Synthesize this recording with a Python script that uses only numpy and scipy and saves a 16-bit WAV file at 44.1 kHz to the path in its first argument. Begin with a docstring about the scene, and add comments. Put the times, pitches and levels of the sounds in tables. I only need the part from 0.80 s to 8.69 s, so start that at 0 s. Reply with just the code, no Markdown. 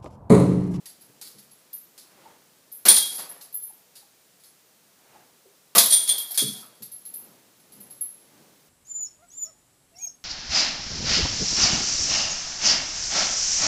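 """A carpeted basement room, one microphone near the thrower, a chain basket across the room.
Two plastic discs are putted. Each splashes into the chains and drives them against the steel pole,
whose tube rings; then it rattles down into the tray. The swaying chains tinkle link against link.
Close by, clothes and steps rustle; dull floor thuds and faint hollow taps sound over a low hiss."""
import sys
import numpy as np
from scipy import signal
from scipy.fft import rfft, irfft
from scipy.io import wavfile
from scipy.ndimage import uniform_filter1d

SR = 44100
rng = np.random.default_rng(int(sys.argv[2]) if len(sys.argv) > 2 else 0)


def wav_out(sig):
    """Save sig, one row per channel (or a flat mono array), as 16-bit PCM at SR to the path in sys.argv[1]."""
    wavfile.write(sys.argv[1], SR, np.round(np.clip(np.atleast_2d(sig).T, -1, 1) * 32767).astype(np.int16))


N = 347949
SPAN = 32768  # samples for one contact and its echoes
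AGE = np.arange(SPAN) / SR  # s since the contact

# a disc meets the chains: t/s, disc level/dB, disc f/Hz, splash level/dB, link level/dB, rattle decay/s
CATCHES = [(2.053, -41, 865, -18, -26, .035), (4.951, -25.5, 1087, -16.5, -21.5, .022)]
# chains slap the pole: t/s, clack level/dB, three-lobed level/dB, rattle decay/s, first chain's lead/s
POLE_HITS = [(2.085, -11, -6.5, 0.0092, 0.00094), (2.167, -18.5, -19, 0.012, .01),
             (4.982, -7.5, -16, 0.0038, 0.0012), (5.124, -17.5, -12.5, 0.012, .018),
             (5.292, -22, -16.5, 0.0076, .016), (5.576, -19, -22.5, 0.018, 0)]


def from_db(db):
    """Decibels as an amplitude."""
    return 10 ** (np.asarray(db) / 20)


def unit(x):
    """Scaled to an energy of one."""
    return x / np.sqrt(np.sum(x ** 2) + 1e-20)


def at_hz(points, hz):
    """A table read on a log-frequency axis."""
    known_hz, values = np.transpose(points)
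    return np.interp(np.log(np.maximum(hz, 1)), np.log(known_hz), values)


def low_cut(x, hz):
    """Bass roll-off of 12 dB an octave."""
    return signal.sosfilt(signal.butter(2, hz, "high", fs=SR, output="sos"), x)


def noise(spectrum):
    """Steady coloured noise of rms one."""
    gain = from_db(at_hz(spectrum, np.arange(N // 2 + 1) * SR / N))
    return unit(irfft(rfft(rng.standard_normal(N)) * gain, N)) * np.sqrt(N)


def snap(spectrum):
    """The shortest causal pulse that has this spectrum."""
    gain = from_db(at_hz(spectrum, np.arange(SPAN // 2 + 1) * SR / SPAN))
    cepstrum = irfft(np.log(gain))
    cepstrum[1:SPAN // 2] *= 2  # fold to minimum phase
    cepstrum[SPAN // 2 + 1:] = 0
    return irfft(np.exp(rfft(cepstrum)))


def mode(hz, t60):
    """A struck resonance; small bodies radiate little below their pitch."""
    ring = np.cos(2 * np.pi * hz * AGE) * from_db(-60 * AGE / t60)
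    return ring * (1 - np.exp(-AGE * hz / 2))


def rattle(decay_s, per_s=700, uneven_db=4.5, first=1.2):
    """A first contact, then a dying shower of uneven ones."""
    count = int(.3 * SR)
    sizes = from_db(uneven_db * np.clip(rng.standard_normal(count), -2, 1))
    sizes *= rng.choice([-1, 1], count)
    clicks = sizes * (rng.random(count) < per_s / SR) * np.exp(-AGE[:count] / max(decay_s, .001))
    clicks[0] = first
    return clicks


def basement(early_db=1.0, early_s=.016):
    """The room, per band: its share of the spectrum and the energy decay of early echoes and tail."""
    # reverberation time: f/Hz, t60/s
    reverb_times = [(150, 0.48), (2000, 0.42), (4000, .47), (8000, .43), (14000, 0.38)]
    hz, bands = np.arange(SPAN // 2 + 1) * SR / SPAN, []
    early = from_db(early_db) * unit(np.exp(-AGE / early_s))
    for band, (_, t60) in enumerate(reverb_times):
        share = at_hz([(row[0], k == band) for k, row in enumerate(reverb_times)], hz)
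        tail = unit(from_db(-60 * AGE / t60))
        bands.append((share, rfft(early ** 2 + tail ** 2)))
    return bands


def across_room(contacts, room, direct_db=-3.5, shelf_echo=.22, shelves=4):
    """Spectrum at the microphone: direct sound plus a diffuse wash, coloured by nearby shelves."""
    white = rfft(rng.standard_normal(SPAN))
    energy = rfft(contacts ** 2, SPAN)  # the echoes of many contacts add in energy
    wash = sum(irfft(white * share) * np.sqrt(np.abs(irfft(energy * decay))) for share, decay in room)
    paths = np.zeros(SPAN)
    paths[0] = 1
    paths[rng.integers(30, 400, shelves)] = shelf_echo * rng.choice([-1, 1], shelves)
    return (from_db(direct_db) * rfft(contacts, SPAN) + rfft(wash)) * rfft(paths)


def strike(out, s, contacts, bodies, room):
    """Contacts at time s set (body, dB) pairs ringing in the room; dB is the loudest moment's rms."""
    start = max(round(s * SR), 0)
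    drive = across_room(contacts, room)
    for body, db in bodies:
        sound = irfft(drive * rfft(body))
        loudest = np.sqrt(uniform_filter1d(sound ** 2, size=512).max())
        out[start:start + SPAN] += (from_db(db) / loudest * sound)[:N - start]


def swells(rows):
    """The gain of smooth swells, from rows of peak t/s, level/dB, half length/s."""
    t = np.arange(N) / SR
    return np.sqrt(sum((from_db(db) / (1 + ((t - s) / half) ** 2)) ** 2 for s, db, half in rows))


def hiss(level_db=-59):
    """A faint, steady noise floor."""
    # colour of the hiss: f/Hz, level/dB
    spectrum = [(30, -14.5), (60, -8), (100, 0), (150, 9.5), (330, 6), (500, 8), (800, 3), (1500, 1.5),
                (3000, 0), (4500, 1.5), (8000, 1), (15000, -0.5)]
    return from_db(level_db) * noise(spectrum)


def clothes_and_steps(first_step_s=6.47, pace_s=.572, step_db=-57.5, step_half_s=.16):
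    """Near the microphone: feet shuffle on carpet, a sleeve swishes at each putt, three steps follow."""
    # arm swings: peak t/s, level/dB, half length/s
    swishes = [(1.45, -55.5, .13), (4.36, -57.5, .11)]
    # colour of the sleeve: f/Hz, level/dB
    sleeve = [(50, -23.5), (150, -2.5), (450, 0), (900, -2.5), (2000, -9), (4000, -15), (15000, -24.5)]
    # colour of cloth and carpet underfoot: f/Hz, level/dB
    rustle = [(50, -27), (110, -7.5), (190, 0), (400, -4), (800, -9.5), (1500, -15.5), (4000, -19.5),
              (15000, -26)]
    shuffle = (.35, -64, .44)  # columns as for the swings
    steps = [(first_step_s + k * pace_s, step_db, step_half_s) for k in range(3)]
    return swells(swishes) * noise(sleeve) + swells([shuffle] + steps) * noise(rustle)


def links(low_db, upper_db, detune=.005, top_db=-6.0, spread_s=.0013):
    """Four links ring at once, each a little off pitch; the ring takes a moment to spread."""
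    # modes of a chain link: f/Hz, t60/s
    link_modes = [(11120, .06), (12930, .06), (13990, .05)]
    swell = 1 - np.exp(-AGE / spread_s)
    rings = [sum(mode(hz * (1 + detune * off), t60) for off in rng.standard_normal(4))
             for hz, t60 in link_modes]
    low, middle, top = [unit(swell * ring) for ring in rings]
    return [(low, low_db), (middle + from_db(top_db) * top, upper_db)]


def touch(decay_s, rebound_s=.033, rebound_db=-10):
    """Two links rattle together, part and meet again more lightly."""
    first, again = rattle(decay_s, first=.9), rattle(decay_s, first=.9)
    lag = int(rebound_s * rng.uniform(.85, 1.15) * SR)
    rebound = np.pad(again, (lag, 0))[:len(first)]
    return unit(first) + from_db(rebound_db) * unit(rebound)


def swaying_chains(room, low_db=-.64, upper_db=-1.2, tick_db=3.0, spark_db=-11.5):
    """Hanging chains touch lightly: a dry tick, a bright spark of contact and the ring of the links."""
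    # the clearest touches: t/s, level/dB, relative upper modes/dB, relative clack/dB
    tinkles = [(0.057, -45.5, -10, 1.5), (0.209, -52.5, -4, -8), (0.414, -49, -4, 7),
               (0.467, -51.5, -4, 3.5), (0.583, -52, -4, -2), (0.71, -52, -15, -12),
               (0.929, -41.5, 8, -12.5), (1.178, -55, -8, 6.5), (1.917, -43, 4.5, -17),
               (2.345, -33.5, -2, -11), (2.383, -37.5, -5, -2.5), (2.49, -38.5, -6, -21),
               (2.61, -48.5, 1, 0.5), (2.726, -45.5, 3, -18), (2.742, -32.5, 3.5, -26),
               (2.823, -35.5, -2, -28), (3.155, -53.5, -6, 3.5), (3.636, -57, -2, 1.5), (5.38, -29, 2, -7),
               (5.507, -35, 4, -7.5), (5.544, -34, -9, -4.5), (6.022, -41, 2, -6),
               (6.116, -37.5, -4.5, -20), (6.252, -38, -6, -17), (6.338, -36.5, 0, -18),
               (6.921, -49, -6, -9), (7.001, -47, 3, -16), (7.102, -41.5, -10, -18),
               (7.209, -25.5, -11, -32.5)]
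    # colour of link meeting link: f/Hz, level/dB
    tick_spectrum = [(500, -14.5), (2800, -9), (3600, -3.5), (4500, 4), (6000, -3.5), (8000, -3.5),
                     (9800, 0.5), (12000, -3), (15000, -8.5)]
    out, tick = np.zeros(N), snap(tick_spectrum)
    spark = mode(hz=12000, t60=.001) * AGE
    for s, db, upper, clack in tinkles + jangle() + strays():
        contacts = touch(decay_s=.012 * from_db(.19 * clack))  # links that clack rattle longer
        ring = links(db + low_db, db + upper + upper_db)
        click = [(tick, db + clack + tick_db), (spark, db + spark_db)]
        strike(out, s, contacts, ring + click, room)
    return out


def floor_thuds(room):
    """Soft contacts on the carpet wake the floor's damped resonances."""
    # thuds: t/s, level/dB, contact decay/s
    thuds = [(.285, -57, 0.023), (.545, -54.5, 0.011), (5.618, -32, .002), (6.003, -48.5, 0.0063),
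             (6.97, -54, .03), (7.59, -58, 0.026)]
    # modes of the floor: f/Hz, level/dB, t60/s
    floor_modes = [(146, -1, 0.05), (200.6, 0, 0.041), (424, -8.5, 0.056)]
    out = np.zeros(N)
    floor = sum(from_db(db) * unit(mode(hz, t60)) for hz, db, t60 in floor_modes)
    for s, db, decay_s in thuds:
        strike(out, s, rattle(decay_s), [(floor, db)], room)
    return out


def hollow_taps(room):
    """Faint hollow taps, each one quickly damped resonance."""
    # taps: t/s, level/dB, f/Hz
    taps = [(1.452, -47.5, 880), (2.895, -57, 848), (3.225, -62.5, 850), (4.35, -53, 800),
            (4.655, -55, 420), (5.505, -51, 750), (5.825, -54, 1250)]
    out = np.zeros(N)
    for s, db, hz in taps:
        strike(out, s, rattle(decay_s=.009), [(mode(hz, t60=.022), db)], room)
    return out


def discs(room, low_ratio=.6, low_db=-1.5):
    """Each disc sweeps many links at once, its plastic rings briefly, and it drops into the tray."""
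    # colour of the splash into the chains: f/Hz, level/dB
    splash_spectrum = [(80, -34), (200, -8.5), (600, -2), (1500, 0.5), (2800, -2), (4300, 1), (6200, -2),
                       (7400, -6), (10000, -1.5), (13000, 1), (15000, -4)]
    # colour of plastic on the tray: f/Hz, level/dB
    tray_spectrum = [(70, -28), (170, -4.5), (400, -2.5), (850, -0.5), (1500, -5.5), (2500, -10),
                     (6000, -18), (15000, -31)]
    # a disc wobbles and scrapes down: t/s, level/dB, rattle decay/s
    settling = [(2.311, -51, 0.05), (2.38, -40.5, .055), (2.47, -51, .1), (5.19, -48, 0.061),
                (5.306, -44.5, 0.036), (5.40, -55.5, 0.15), (5.74, -55, 0.13)]
    out, splash, tray = np.zeros(N), snap(splash_spectrum), snap(tray_spectrum)
    for s, disc_db, hz, splash_db, link_db, decay_s in CATCHES:
        contacts = rattle(decay_s, per_s=1500)
        plastic = [(mode(hz, t60=.006), disc_db), (mode(hz * low_ratio, t60=.011), disc_db + low_db)]
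        strike(out, s, contacts, plastic + [(splash, splash_db)] + links(link_db, link_db), room)
    for s, db, decay_s in settling:
        strike(out, s, rattle(decay_s, per_s=400, first=.6), [(tray, db)], room)
    return out


def frame_thumps(room, base_db=-26.0, db_per_db=.31):
    """The basket's frame thumps at each catch, louder for a louder disc."""
    out, frame = np.zeros(N), mode(hz=211, t60=.05)
    for s, disc_db, *_, decay_s in CATCHES:
        strike(out, s, rattle(decay_s), [(frame, base_db + db_per_db * disc_db)], room)
    return out


def tube(hz, stretch, step_db, t60, damping=.43, count=13):
    """One wall shape of the pole, as rows: its modes crowd just above the lowest and die ever faster."""
    return np.array([from_db(step_db * k) * mode(hz * (1 + stretch * k * k), t60 / (1 + damping * k))
                     for k in range(count)])


def struck(modes):
    """Every place of contact weights the tube's modes anew."""
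    return (rng.uniform(.3, 1, len(modes)) * rng.choice([-1, 1], len(modes))) @ modes


def pole(room, first_chain_db=-5.5, upper_db=-3.5, slide_delay_s=.04, slide_db=-12.5):
    """One chain slaps the steel tube, then the rest; sliding off, they keep its oval modes ringing."""
    # colour of chain on pole: f/Hz, level/dB
    clack_spectrum = [(80, -35.5), (200, -20.5), (400, -16.5), (1000, -17), (2200, -11.5), (2900, -16.5),
                      (3400, -1.5), (4400, 1), (5300, -3), (7600, -5), (9000, -4), (10300, 1.5),
                      (12200, -3.5), (15000, -8.5)]
    out, clack = np.zeros(N), snap(clack_spectrum)
    oval = tube(hz=3275, stretch=.0024, step_db=-.7, t60=.2)
    lobed = tube(hz=9115.5, stretch=.0007, step_db=-.85, t60=.0653)  # the wall flexes in three lobes
    for s, clack_db, lobed_db, decay_s, lead_s in POLE_HITS:
        oval_db = -22.5 + .1 * clack_db
        link_db = -16.5 + .77 * clack_db
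        for when, force_db in [(s - lead_s, first_chain_db), (s, 0)]:
            bodies = [(struck(oval), oval_db), (struck(lobed), lobed_db), (clack, clack_db)]
            bodies += links(link_db, link_db + upper_db)
            strike(out, when, rattle(decay_s), [(body, db + force_db) for body, db in bodies], room)
        strike(out, s + slide_delay_s, rattle(decay_s=.06), [(struck(oval), oval_db + slide_db)], room)
    return out


def jangle(gap_s=.045, start_db=-17.0, loss_db=3, upper_db=-5.5, clack_db=-4.0, count=5):
    """Each slap on the pole shakes loose a dying run of touches, as rows like the tinkles."""
    return [(s + gap_s * (k + rng.uniform(.7, 1.3)), db + start_db - loss_db * k, upper_db, clack_db)
            for s, db, *_ in POLE_HITS for k in range(count)]


def strays(delay_s=(.55, 2), level_db=-61.5, upper_db=-11.0, clack_db=-4.0, count=4):
    """Chance touches while the chains sway after a catch, as rows like the tinkles."""
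    return [(s + delay, level_db, upper_db, clack_db)
            for s, *_ in CATCHES for delay in rng.uniform(*delay_s, count)]


def scene():
    """In mono: basket and knocks across the room, the thrower close by, the hiss under it all."""
    room = basement()
    basket = swaying_chains(room) + discs(room) + pole(room)
    knocks = low_cut(floor_thuds(room) + frame_thumps(room) + hollow_taps(room), hz=90)
    distant = low_cut(basket + knocks, hz=115)  # the basket is too small to radiate deep bass
    return (distant + clothes_and_steps() + hiss())[None]


def record(dry, ceiling=.98, cutoff_hz=15400):
    """The hardest hits overload the microphone input; the top treble is cut steeply."""
    low_pass = signal.ellip(10, .1, 70, cutoff_hz, fs=SR, output="sos")
    return signal.sosfilt(low_pass, np.clip(dry, -ceiling, ceiling))


dry = scene()
out = record(dry)
wav_out(out)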